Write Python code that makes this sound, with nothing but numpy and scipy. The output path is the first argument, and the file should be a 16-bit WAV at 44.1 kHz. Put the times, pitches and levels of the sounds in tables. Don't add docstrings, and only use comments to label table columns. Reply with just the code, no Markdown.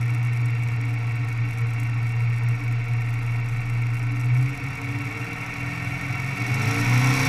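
import sys
import numpy as np
from scipy import signal
from scipy.fft import rfft, irfft, next_fast_len
from scipy.io import wavfile
from scipy.ndimage import uniform_filter1d

SR = 44100
rng = np.random.default_rng(int(sys.argv[2]) if len(sys.argv) > 2 else 0)


def to_linear_factor(level_db):
    exponent = np.asarray(level_db, float) / 20
    return 10 ** exponent


def to_wav(s):
    ch = np.atleast_2d(s).T
    pcm = np.round(np.clip(ch, -1, 1) * 32767)
    wavfile.write(sys.argv[1], SR, pcm.astype(np.int16))


N = 321048
TIME = np.arange(N) / SR


def curves(table):
    s, *columns = np.transpose(table)
    return [np.interp(TIME, s, column) for column in columns]


def steady(x, span_s=0.2):
    k = int(span_s * SR)
    power = uniform_filter1d(uniform_filter1d(x ** 2, k), k)
    return x / np.sqrt(power + 1e-18)


def unit(x):
    return x / np.sqrt(np.mean(x ** 2))


def band(x, low_hz, high_hz):
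    return signal.sosfilt(signal.butter(3, [low_hz, high_hz], "bandpass", fs=SR, output="sos"), x)


def ring(x, hz, width_hz):
    return signal.lfilter(*signal.iirpeak(hz, hz / width_hz, fs=SR), x)


def rings(x, modes):
    total = 0
    for k, (hz, width_hz, db) in enumerate(modes):
        total = total + (-1) ** k * to_linear_factor(db) * ring(x, hz, width_hz)
    return total


def decay(x, fall_s):
    return signal.lfilter([1], [1, -np.exp(-1 / (fall_s * SR))], x)


def colour(x, points):
    hz, db = np.transpose(points)
    size = next_fast_len(N)
    log_hz = np.log(np.arange(1, size // 2 + 2) * SR / size)
    gain = to_linear_factor(np.interp(log_hz, np.log(hz), db))
    return irfft(rfft(x, size) * gain, size)[:N]


def walk(rate):
    knots = rng.standard_normal(int(N / SR * rate) + 2)
    return 1.2 * np.interp(TIME * rate, np.arange(len(knots)), knots)


def bumps(rows):
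    return sum(db * np.exp(-((TIME - s) / half_s) ** 2) for s, db, half_s in rows)


# [t/s, firing rate f/Hz]
REVS = [(0.0, 119.1), (0.3, 119.3), (0.9, 116.9), (1.3, 117.1), (1.8, 116.6), (2.5, 118.4), (3.05, 117.5),
        (3.6, 118.1), (4.0, 118.5), (4.25, 121.3), (4.72, 137.5), (5.25, 153.7), (5.8, 167.8),
        (6.16, 174.3), (6.32, 179.4), (6.68, 223.2), (6.96, 249.5), (7.28, 268.7)]


def firing_rate():
    return curves(REVS)[0]


def octaves():
    return np.log2(firing_rate() / REVS[0][1])


# [t/s, opening 0-1]
THROTTLE = [
    (0, 0.03),
    (4.2, 0),
    (4.55, 0.12),
    (5.6, .15),
    (6.3, 0.24),
    (6.72, 0.71),
    (6.9, 0.68),
    (7.28, 1),
]


def law(idle_db, octave_db, open_db):
    return idle_db + octave_db * octaves() + open_db * curves(THROTTLE)[0]


def harmonics(firings, table, wander_db):
    total = 0
    for k, db in table:
        level = to_linear_factor(db + wander_db * walk(10))
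        total = total + level * np.sin(2 * np.pi * (k * firings / 8 + rng.random()))
    return total


def crests(crest, lines, floor_db):
    hz, below_hz, above_hz = crest
    power = to_linear_factor(floor_db) ** 2
    for k, db in lines:
        off_hz = np.round(k) * firing_rate() / 8 - hz
        skirt_hz = np.where(off_hz < 0, below_hz, above_hz)
        power = power + to_linear_factor(db) ** 2 / (1 + (off_hz / skirt_hz) ** 2) ** 2
    return np.sqrt(power)


# [multiple of the eight-firing cycle, level/dB]
SHAKE_LINES = [(1, -10), (2, -8), (3, -18), (4, -6), (5, -9), (6, -7), (7, -11), (8, 0), (9, -11),
               (10, -11), (11, -18), (12, -14), (14, -14), (16, -7), (18, -14), (20, -17), (21, -15),
               (22, -14), (23, -18), (24, -13), (26, -14), (28, -17), (29, -18), (30, -16), (32, -14)]


def shake(firings, load_db=3):
    noise = unit(band(rng.standard_normal(N), 15, 900))
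    rumble = to_linear_factor(-2.5 - load_db * octaves()) * noise
    force = harmonics(firings, SHAKE_LINES, wander_db=2.2) + rumble
    return signal.lfilter(*signal.iirnotch(149, 5, fs=SR), force)


# [multiple of the cycle, level/dB at the crest]
ARM_LINES = [(2, -38), (1, -40)]


def arm(force):
    hz = 29.7
    sway = steady(ring(ring(ring(force, hz, 3.6), hz, 7), hz, 12))
    gain = crests((30, 2.76, 3.1), ARM_LINES, law(idle_db=-48, octave_db=1.5, open_db=1.5))
    gather_db = -14 * np.exp(-TIME / 1.6)
    return band(sway * gain * to_linear_factor(gather_db + walk(7)), 15, 35)


# [multiple of the cycle, level/dB at the crest]
MOUNT_LINES = [(8, -17.5), (7, -30), (6, -37.5), (5, -20), (4, -19)]
# [t/s, level/dB, half length/s]
STUMBLES = [(.37, -1.5, 0.041), (1.34, -1.5, .06), (1.53, -2, 0.063), (1.71, 0, 0.055), (2.12, -3.5, 0.033),
            (2.39, -3.5, 0.041), (2.6, -9.5, .04), (2.86, -5, 0.043), (3.06, -1, 0.044), (3.21, -3, 0.046),
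            (3.47, -3, 0.049), (3.65, -4.5, 0.056), (3.99, -5, 0.025), (4.17, -4, 0.11), (4.54, -9, 0.089),
            (4.78, -12, .04), (5.13, -6, .03), (5.29, -9, 0.029), (5.37, -13, .025), (5.45, -18, .025),
            (5.54, -19, 0.032), (5.75, -8, 0.043), (6.0, -20, 0.022), (6.18, -3, .03), (6.26, 0.5, 0.034),
            (6.37, -11, .03), (6.47, -9.5, 0.036), (6.61, 1, .035), (6.73, -4, 0.025), (6.85, -8, 0.017)]
# [t/s, level/dB, half length/s]
SURGES = [
    (0.446, 2, .05),
    (1.415, 2.5, 0.036),
    (1.635, 4, 0.025),
    (2.24, 2.5, 0.27),
    (2.48, 2, .05),
    (2.933, 3, .04),
    (4.66, 4, 0.022),
    (6.126, 2.5, .04),
    (6.681, 5.5, 0.03),
]


def mount(force, firings):
    hz = 119.8
    lead = np.searchsorted(firings, 32)
    running = np.r_[force[:lead], force]
    boom = steady(ring(ring(running, hz, 11), hz, 30), 0.06)[lead:]
    gain = crests((126.7, 8.35, 3.35), MOUNT_LINES, law(idle_db=-34, octave_db=5.1, open_db=3.3))
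    return band(boom * gain * to_linear_factor(bumps(STUMBLES + SURGES)), 63, 450)


# [multiple of the cycle, level/dB at the crest]
BRACKET_LINES = [(18, -39), (16, -36.5), (14, -42), (12, -35), (10, -30.5), (9, -34.5)]
# [t/s, level/dB, half length/s]
BRACKET_SONGS = [(.14, 8.5, 0.068), (.5, 5.5, 0.14), (.88, 11.5, .1), (1.22, 9, 0.089), (1.45, 8.1, 0.084),
                 (1.87, 8.5, .12), (2.62, 10, 0.062), (2.74, 7, 0.054), (3.2, 4, .2), (3.75, 5.5, 0.18),
                 (4.15, 11.7, 0.16), (5.3, 5, 0.079), (6.06, 5, 0.061)]


def bracket(force):
    hz = 286
    tone = steady(ring(ring(force, hz, 4.2), hz, 59), 0.11)
    floor_db = law(idle_db=-50.5, octave_db=8.6, open_db=1.9) + bumps(BRACKET_SONGS)
    return tone * crests((287, 4.8, 18), BRACKET_LINES, floor_db)


# [f/Hz, width/Hz, level/dB]
TUBES = [(85, 5.6, 8), (161, 31, -10.5), (211, 8.6, -7.5), (248, 19.2, -3), (461.2, 18.5, -1),
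         (480, 15, -25)]
# [f/Hz, level/dB]
BETWEEN = [(45, -42), (75, -32), (170, 9.5), (330, -19.5), (600, -7), (900, -11), (1600, -24.5),
           (2400, -1.5), (2900, -5), (3500, -28)]


def tubes(force):
    ringing = unit(band(rings(force, TUBES), 97, 920))
    passed = unit(colour(force, BETWEEN[:5] + [(900, 0.5)]))
    level_db = law(idle_db=-46.5, octave_db=8.38, open_db=2) + 5.5
    return to_linear_factor(level_db) * steady(ringing + to_linear_factor(2) * passed, 0.83)


def frame(firings):
    force = shake(firings)
    return arm(force) + mount(force, firings) + bracket(force) + tubes(force)


# [share of the cycle, level/dB]
VALVE_KNOCKS = [
    (.09, -7),
    (.2, 0),
    (.39, 0),
    (.44, -7),
    (.62, -8),
    (.85, -3),
    (.93, -5),
]


def valves(firings):
    share, db = np.transpose(VALVE_KNOCKS)
    cycles = np.arange(int(firings[-1] / 8) + 1)[:, None]
    chance = rng.standard_normal((2, len(cycles), len(share)))
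    at = np.searchsorted(firings / 8, cycles + share + 0.003 * chance[0])
    knocks = np.zeros(N + 1)
    knocks[at] = to_linear_factor(db + 1.2 * chance[1])
    return knocks[:N]


WALL_HZ = [723, 960, 1099, 1345, 1508, 1850, 2108, 2229, 2295, 2404, 2730]
# [width/Hz, level/dB]
WALLS = [(35.4, -2.5), (21.3, -2.5), (24.2, -2.5), (70, -0.5), (48, -3.5), (84, 0), (26.3, -3), (41, 1.5),
         (50.7, -8.5), (45, -15.5), (23.8, 1)]


def case_walls(roar, knocks):
    hits = steady(band(knocks, 2050, 2550)) * np.sqrt(650 / (SR / 2))
    drive = roar + to_linear_factor(6) * hits
    modes = [(hz, *wall) for hz, wall in zip(WALL_HZ, WALLS)]
    ringing = unit(band(rings(drive, modes), 222, 6050))
    skirt = [(300, 1.5)] + BETWEEN[4:] + [(6000, -35), (11000, -55)]
    passed = unit(colour(drive, skirt))
    return to_linear_factor(law(idle_db=-37.5, octave_db=8.76, open_db=1.4)) * steady(ringing + to_linear_factor(-8.5) * passed)


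# [f/Hz, width/Hz, level/dB]
LID = [(3290, 17, 2), (3617, 90, 5), (3968, 58, 3.5), (4300, 63, -4), (4590, 17, 4.5), (5010, 67, -1.5),
       (5614, 34, 5.5), (6600, 90, 10.5)]


def case_lid(roar):
    ringing = unit(band(rings(roar, LID), 3140, 5620))
    passed = unit(band(roar, 2600, 6220))
    return to_linear_factor(law(idle_db=-55, octave_db=4.2, open_db=14.5)) * steady(ringing + passed)


def clatter(firings):
    knocks = valves(firings)
    shiver = steady(decay(knocks, 0.003))
    low, high = (1 + 0.14 * shiver) * rng.standard_normal((2, N))
    return case_walls(low, knocks) + case_lid(high)


# [t/s, depth/dB on every 3rd tap, every 4th, every 5th, every 8th]
BOUNCE = [
    (0, 2, 0.1, 6, 0.1),
    (4.3, 2, 0.1, 6, .1),
    (5, 4, 0.1, 2, .1),
    (5.4, 1, 3.5, 1, .1),
    (6.6, 0.1, 5, .1, .1),
    (7, .1, 3, .1, 3),
    (7.28, .1, 3, .1, 3),
]
# [f/Hz, level/dB]
TICK = [(4500, -14), (5650, -1), (6100, -2), (7300, -3.5), (8000, 2), (8700, -7.5), (9150, -1.5),
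        (9750, -7.5), (11100, 0), (12200, -7.5), (13200, -9), (13700, -24), (14500, -2), (15300, -20)]
# [t/s, level/dB, half length/s]
RESTS = [(.02, 5, 0.018), (.2, -7, 0.017), (.3, -9, 0.022), (.42, -4, 0.017), (.53, -4, 0.071),
         (.78, -10, 0.017), (.97, -11, 0.018), (1.05, -2, 0.022), (1.22, -6, 0.11), (1.42, -10, 0.048),
         (1.65, -16, 0.023), (1.96, -8, 0.037), (2.17, -5, 0.026), (2.28, -11, 0.028), (2.47, -27, 0.034),
         (2.78, -8, 0.058), (2.97, -6, 0.026), (3.26, 0, 0.045), (3.42, -7, 0.033), (3.86, -1.5, 0.046),
         (4.1, -4, .035), (4.3, -11, .025), (.16, 4.5, 0.024), (.35, 5, 0.024), (1.31, 5, 0.052),
         (1.54, 1, 0.046), (1.83, -4, .05), (3.49, 4, 0.025), (3.97, 4, .05), (4.19, 5, .05)]


def rattle(firings, scatter_db=4.0, hiss_db=-20, seat_db=-12, seat_climb_db=10):
    count = np.arange(1, int(firings[-1]))
    chance = rng.standard_normal((len(count), 2)).T
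    at = np.clip(np.searchsorted(firings, count + 0.37 + 0.12 * chance[0]), 0, N - 1)
    size_db = scatter_db * chance[1]
    for every, depth_db in zip((3, 4, 5, 8), curves(BOUNCE)):
        phase = 2 * np.pi * count / every + 1.1 * walk(2)[at]
        size_db = size_db + depth_db[at] * np.cos(phase)
    taps = np.zeros(N)
    taps[at] = to_linear_factor(size_db)
    envelope = uniform_filter1d(decay(taps, 0.0022), 50)
    knocks = (steady(envelope, 0.072) + to_linear_factor(hiss_db)) * rng.standard_normal(N)
    seat_hz = 5660
    song = steady(ring(ring(knocks, seat_hz, 640), seat_hz, 2200), 0.51)
    seat = to_linear_factor(seat_db + seat_climb_db * octaves()) * song
    level_db = law(idle_db=-57.5, octave_db=2.5, open_db=16.8) + bumps(RESTS)
    return to_linear_factor(level_db) * (steady(colour(knocks, TICK)) + seat)


# [t/s, peak level/dB]
LANDINGS = [(0.0792, -44), (0.1201, -56), (0.249, -43), (0.3242, -51), (0.4572, -39), (0.4828, -46),
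            (0.5926, -52), (0.6355, -43), (1.155, -43), (1.2845, -41), (1.508, -39), (1.583, -39),
            (1.6691, -45), (1.704, -45), (1.7983, -35.5), (1.8317, -39), (2.0906, -42), (2.3615, -45),
            (2.4344, -42.5), (2.4864, -38.5), (2.7246, -44), (3.0894, -51), (3.1407, -46), (3.3378, -49),
            (3.6135, -47), (3.699, -42), (4.2573, -43), (4.3465, -41), (4.4258, -39), (4.5488, -43)]


def landings():
    s, db = np.transpose(LANDINGS)
    taps = np.zeros(N)
    taps[(s * SR).astype(int)] = to_linear_factor(db - 4)
    envelope = uniform_filter1d(decay(taps, 0.0053), 24)
    tick = colour(envelope * rng.standard_normal(N), TICK)
    return tick * np.sqrt(np.mean(envelope ** 2) / np.mean(tick ** 2))


# [multiple of the cycle, level/dB]
STACK_LINES = [(5, 12), (6, -4), (7, -6), (9, -2), (11, -9), (12, -6), (14, -12), (16, 4), (18, -5),
               (20, -7), (21, -8), (22, -6), (23, -8), (24, -6), (26, -7), (28, -8), (30, -7), (32, -1),
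               (33, -6), (34, 0), (35, -9), (38, -7), (40, -5), (42, -4), (44, -6), (46, -4), (48, -6)]
# [f/Hz, level/dB]
LEAK = [(200, -4), (300, -3), (350, -9), (420, -3), (458, 6), (500, -1), (545, 0), (600, -6), (720, -2),
        (850, -6), (1000, -4), (1100, 3), (1180, -4), (1350, 2)]


def stacks(firings):
    note = colour(harmonics(firings, STACK_LINES, wander_db=1.5), LEAK)
    return to_linear_factor(law(idle_db=-68, octave_db=22, open_db=2.78)) * note


def scene():
    firings = np.cumsum(firing_rate()) / SR
    engine = frame(firings) + clatter(firings)
    loose_part = rattle(firings) + landings()
    return (engine + loose_part + stacks(firings))[None]


def band_limit(x):
    return signal.sosfilt(signal.butter(12, 15540, fs=SR, output="sos"), x)


def record(dry):
    top_cut = signal.ellip(8, 0.2, 60, 15150, fs=SR, output="sos")
    mix = signal.sosfilt(top_cut, dry)
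    return band_limit(mix)


dry = scene()
out = record(dry)
to_wav(out)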